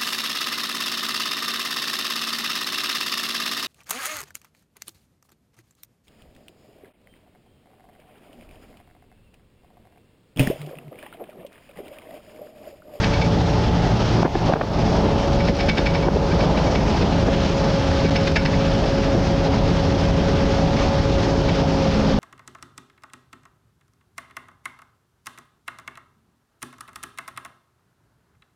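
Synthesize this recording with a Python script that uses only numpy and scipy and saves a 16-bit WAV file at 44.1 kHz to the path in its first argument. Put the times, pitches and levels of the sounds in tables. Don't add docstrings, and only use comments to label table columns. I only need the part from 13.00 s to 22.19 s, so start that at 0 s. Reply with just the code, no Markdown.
import sys
import numpy as np
from scipy import signal
from scipy.io import wavfile
from scipy.ndimage import uniform_filter1d

SR = 44100
rng = np.random.default_rng(int(sys.argv[2]) if len(sys.argv) > 2 else 0)


def int16_out(signal):
    q = np.round(np.clip(np.atleast_2d(signal).T, -1, 1) * 32767)
    wavfile.write(sys.argv[1], SR, q.astype(np.int16))


N = 405258

# time_s, blade_rate_hz, fundamental_db, second_harmonic_db, third_harmonic_db (rms)
FAN_CURVE = [(0, 286, -34, -34, -36.5), (1.2, 284, -34.5, -36, -37), (1.86, 281, -31, -35, -41),
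             (2.0, 280.5, -32.5, -28, -48), (3.42, 277.5, -34.5, -29.5, -46),
             (3.55, 277, -34.5, -42.5, -43), (4.07, 275, -33.5, -40.5, -44), (4.25, 274, -31, -28.5, -43),
             (5, 274, -29.5, -26.5, -46), (6, 274.8, -29, -27.5, -47.5), (8, 276.5, -29, -26.5, -47),
             (8.5, 274.5, -28, -27, -45), (8.85, 271.5, -27, -26.5, -46), (9.19, 266.5, -27, -27.5, -48)]
# time_s, exhaust_boom_db, axle_hum_db (rms)
LOW_TONE_CURVE = [(0, -25, -36.5), (1.3, -24.5, -29.5), (2.8, -36, -32.5), (3.5, -38, -37.5),
                  (4.07, -29.5, -29.5), (4.7, -39, -35), (5.8, -32.5, -35.5), (7.7, -31.5, -33.5),
                  (8.3, -29, -38), (9.19, -40, -22.5)]
# order (multiple of the blade rate), level_db (rms), waver_db
SHAFT_ORDERS = [(.167, -38, 3.5), (.2, -28.5, 1.5), (0.276, -30.5, 4), (0.304, -32, 1.5), (0.337, -36, 2),
                (0.437, -40.5, 0), (0.501, -35, 4), (0.553, -35.5, 3), (0.604, -27.5, 3.5),
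                (.666, -39, 3.5), (1.13, -45.5, 0.5), (1.31, -42.5, 4), (1.55, -35, 2.5),
                (2.33, -43.5, 2.5), (3.1, -39, 1.5)]
# start_s, slip_strength_db, starting_slip_rate_hz, roughness (0-1), length_s
SQUEAKS = [(0.029, -18.5, 754, 0.3, 0.02), (0.128, -24, 750, 0.4, 0.017), (0.211, -23, 744, .45, 0.015),
           (2.394, -27, 752, 0.5, 0.017), (2.472, -25, 750, .4, 0.019), (2.587, -23, 753, .15, 0.026),
           (2.683, -17.5, 750, 0.12, 0.019), (2.768, -19.5, 750, 0.14, 0.019),
           (2.857, -20, 745, 0.25, 0.017), (2.938, -24.5, 740, 0.1, 0.022), (3.018, -31.5, 748, 0.6, 0.017),
           (3.305, -27.5, 767, 0.15, .023), (3.394, -26.5, 748, 0.4, 0.022), (3.564, -26, 757, 0.2, .018),
           (3.658, -30, 750, 0.3, 0.016), (3.75, -23.5, 970, .03, 0.0097), (4.011, -25.5, 865, .45, 0.018),
           (5.043, -25.5, 743, 0.5, 0.026), (5.154, -22.5, 900, 0.92, 0.015),
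           (5.27, -18.5, 755, 0.77, .013), (5.358, -13, 900, 0.73, .016), (5.451, -17.5, 900, 0.6, 0.013),
           (5.531, -30.5, 910, .9, 0.013), (5.835, -28, 883, 0.1, 0.0087), (5.975, -28, 774, .4, .012),
           (7.763, -26.5, 970, 0.64, 0.013), (8.482, -25.5, 762, .1, 0.017)]
# pitch_hz, average_level_db, t60_s
RAIL_MODES = [(890, -8.5, 0.03), (1470, -10, 0.045), (2010, -17.5, 0.027), (2260, -4.5, 0.072),
              (2580, -1, 0.0083), (3620, -9, 0.048), (4280, -23, 0.017), (5325, -9, 0.025)]
# start_s, peak_db, length_s
GUSTS = [(1.229, 1, .004), (1.243, 3, .028), (1.277, -4, .004), (1.350, -1, .010), (1.474, -6, .048),
         (1.523, -2, .005), (1.535, 6, .008), (1.552, -1, .024), (1.596, -4, .003), (1.609, 3, .011),
         (1.630, -6, .01), (1.776, -11, .03), (2.034, -10, .026), (2.059, -7, .012), (2.48, -9, .04),
         (2.78, -8, .02), (3.064, -7, .018), (3.083, -6, .005), (3.156, -9, .018), (4.039, -10, .02),
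         (4.278, -7, .015), (5.04, -8, .025), (6.14, -9, .025)]
# time_s, road_roar_db, air_rush_db (rms)
NOISE_CURVE = [(0.0, -25.5, -29), (0.3, -25, -32), (1.1, -24.5, -31), (1.53, -19.5, -29.5),
               (1.9, -23, -31.5), (2.8, -25.5, -31.5), (3.1, -25.5, -35), (3.6, -21, -31),
               (4.5, -25, -30.5), (5.35, -27, -30), (6.3, -25, -32), (8.0, -25, -30.5),
               (9.19, -24.3, -30.5)]
# frequency_hz, relative_density_db (per Hz)
RUMBLE_SHAPE = [(18, -9), (35, 4), (60, -2.5), (100, -0.5), (160, 0.9), (220, -1), (260, -9), (320, -14)]
ROAR_SHAPE = [(250, -7), (320, -2), (450, -5), (600, -4), (860, -7.5), (1050, -15.5), (1400, -15.5)]
RUSH_SHAPE = [(1100, -1.5), (1500, -1.5), (2100, -5.5), (3000, -5), (4000, -8), (5500, -7.5), (7500, -17),
              (11000, -8)]
# start_s, level_db (of the grit before its high-pass)
TICKS = [(1.457, -25), (2.566, -21), (5.078, -24), (5.314, -22), (5.736, -27), (5.981, -28), (6.805, -26),
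         (8.758, -26)]
# start_s, length_s
DROPOUTS = [(5.0825, 0.0018), (5.1, 0.0064), (5.308, 0.0023), (5.442, 0.0038)]

BOOM_ORDER, HUM_ORDER = 0.4, 0.775
RISE_FROM_DB, RISE_PER_DB = -28, 0.23
GUST_TOP_HZ, GUST_HZ_PER_DB = 1110, 58.5
RUMBLE_DB = -22.5
CABIN_T60_S, CABIN_DB = 0.13, -6.5
LIMIT_DB, RELEASE_DB_S, ATTACK_S = -8, 46, 0.0008
MIC_TOP_HZ, HISS_DB, CUTOFF_HZ = 6070, -65, 15760


def from_db(db):
    return 10 ** (np.asarray(db) / 20)


def rms_one(x):
    return x / np.sqrt(np.mean(x ** 2) + 1e-20)


def in_time(rows):
    time_s, *columns = np.transpose(rows)
    return [np.interp(np.arange(N) / SR, time_s, column) for column in columns]


def drift(rate_hz):
    r = np.exp(-2 * np.pi * rate_hz * 40 / SR)
    sparse = rng.standard_normal(N // 40 + 2002)
    slow = signal.lfilter([1], [1, -2 * r, r * r], sparse)[2000:]
    return np.interp(np.arange(N) / 40, np.arange(len(slow)), rms_one(slow))


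def ring(clicks, hz, t60_s):
    r = from_db(-60 / (t60_s * SR))
    w = 2 * np.pi * hz / SR
    return signal.lfilter([0, np.sin(w)], [1, -2 * r * np.cos(w), r * r], clicks + 1e-18)


def banded_noise(shape, patchy_db, together_db):
    hz, density_db = np.transpose(shape)
    edges = hz[0] * 2 ** np.arange(0, np.log2(hz[-1] / hz[0]) + 0.1, 1 / 3)
    white = rng.standard_normal((2, N))
    out = 0
    for k, (low, high) in enumerate(zip(edges, edges[1:])):
        band_pass = signal.butter(2, [low, high], "band", fs=SR, output="sos")
        band = signal.sosfilt(band_pass, white[k % 2])
        band_db = np.interp(np.log(low * high) / 2, np.log(hz), density_db)
        out = out + band * from_db(band_db + patchy_db * drift(4.7))
    return rms_one(out * from_db(together_db * drift(19.7)))


def fan_and_engine():
    blade_hz, *fan_db = in_time(FAN_CURVE)
    turn = 2 * np.pi * np.cumsum(blade_hz) / SR
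    out = np.zeros(N)
    curve_orders = [1, 2, 3, BOOM_ORDER, HUM_ORDER]
    for order, level_db in zip(curve_orders, fan_db + in_time(LOW_TONE_CURVE)):
        gain = from_db(level_db + 1.0 * drift(7))
        out += gain * np.sin(order * turn + 0.2 * drift(4))
    for order, level_db, waver_db in SHAFT_ORDERS:
        gain = from_db(level_db + waver_db * np.tanh(drift(2.14)))
        out += gain * np.sin(order * turn + 1.31 * drift(4.0))
    return np.sqrt(2) * out


def handrail():
    slips, spot_db = np.zeros(N), np.zeros((len(RAIL_MODES), N))
    for start_s, strength_db, slip_hz, rough, length_s in SQUEAKS:
        u = np.linspace(0, 1, round(length_s * SR))
        rough = np.clip(rough, 0, 1)
        rise = max(RISE_PER_DB * (strength_db - RISE_FROM_DB), 0)
        slip_count = np.floor(np.cumsum(slip_hz * (1 + rise * u ** 3.5)) / SR)
        regular = np.diff(slip_count, prepend=0)
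        scrape = 0.22 * rms_one(rng.standard_normal(2000)[:len(u)])
        swell = (0.36 + 0.6 * u ** 3.1) * np.minimum(1, 5 * (1 - u))
        start = round(start_s * SR)
        run = slice(start, start + len(u))
        slips[run] += from_db(strength_db) * swell * ((1 - rough) * regular + rough * scrape)
        spot_db[:, run] = 1.5 * rng.standard_normal((len(RAIL_MODES), 1))
    modes = np.zeros(N)
    for k, (hz, level_db, t60_s) in enumerate(RAIL_MODES):
        modes += (-1) ** k * ring(slips * from_db(level_db + spot_db[k]), hz, t60_s)
    contact = ring(slips, 1960, 0.0021) + 1.1 * ring(slips, 3780, 0.0009)
    return modes + from_db(10.5) * contact


def gusts():
    out = np.zeros(N)
    for start_s, peak_db, length_s in GUSTS:
        size = round(length_s * SR)
        top_hz = max(GUST_TOP_HZ + GUST_HZ_PER_DB * peak_db, 300)
        lump = rng.standard_normal(4000)
        lump[size:] = 0
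        lump[:size] *= np.hanning(size) ** 0.3
        lump = signal.sosfilt(signal.butter(2, [120, top_hz], "band", fs=SR, output="sos"), lump)
        lump = signal.lfilter([1], [1, -np.exp(-2 * np.pi * 450 / SR)], lump)
        start = round(start_s * SR)
        out[start:start + 4000] += from_db(peak_db) * lump / np.abs(lump).max()
    return out


def window_ticks():
    out = np.zeros(N)
    fade = np.exp(-np.arange(600) / (0.003 * SR))
    for start_s, level_db in TICKS:
        start = round(start_s * SR)
        out[start:start + 600] += from_db(level_db) * fade * rng.standard_normal(600)
    return signal.sosfilt(signal.butter(2, 4000, "high", fs=SR, output="sos"), out)


def road(roar_db):
    rumble = from_db(RUMBLE_DB) * banded_noise(RUMBLE_SHAPE, patchy_db=1.0, together_db=-1.6)
    roar = from_db(roar_db) * banded_noise(ROAR_SHAPE, patchy_db=-1.5, together_db=0.66)
    return rumble + roar


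def air_rush(rush_db):
    return from_db(rush_db) * banded_noise(RUSH_SHAPE, patchy_db=0.86, together_db=1.2)


def cabin(x):
    t = np.arange(round(0.2 * SR)) / SR
    tail = rng.standard_normal(len(t)) * from_db(-60 * t / CABIN_T60_S) * (t > 0.003)
    tail /= np.sqrt(np.sum(tail ** 2))
    return x + from_db(CABIN_DB) * signal.fftconvolve(x, tail)[:N]


def scene():
    roar_db, rush_db = in_time(NOISE_CURVE)
    rattles = cabin(handrail() + window_ticks())
    mix = fan_and_engine() + rattles + gusts() + road(roar_db) + air_rush(rush_db)
    return mix[None]


def thin_detail(x):
    t, detail_gain = np.arange(N) / SR, np.ones(N)
    for start_s, length_s in DROPOUTS:
        detail_gain[(t > start_s) & (t < start_s + length_s)] = 0.2
    dull = signal.sosfilt(signal.butter(2, 250, fs=SR, output="sos"), x)
    return dull + uniform_filter1d(detail_gain, size=20) * (x - dull)


def gain_control(x):
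    released_db = RELEASE_DB_S * np.arange(N) / SR
    over_db = np.maximum(20 * np.log10(np.abs(x) + 1e-9) - LIMIT_DB, 0)
    held_db = np.maximum.accumulate(over_db + released_db) - released_db
    r = np.exp(-1 / (ATTACK_S * SR))
    return x * from_db(-signal.lfilter([1 - r], [1, -r], held_db))


def record(dry):
    x = gain_control(thin_detail(dry[0]))
    x = 0.7 * np.tanh(x / 0.67)
    x = signal.sosfilt(signal.butter(6, MIC_TOP_HZ, fs=SR, output="sos"), x)
    x = x + from_db(HISS_DB) * rng.standard_normal(N)
    return signal.sosfilt(signal.ellip(12, 0.5, 70, CUTOFF_HZ, fs=SR, output="sos"), x)[None]


dry = scene()
out = record(dry)
int16_out(out)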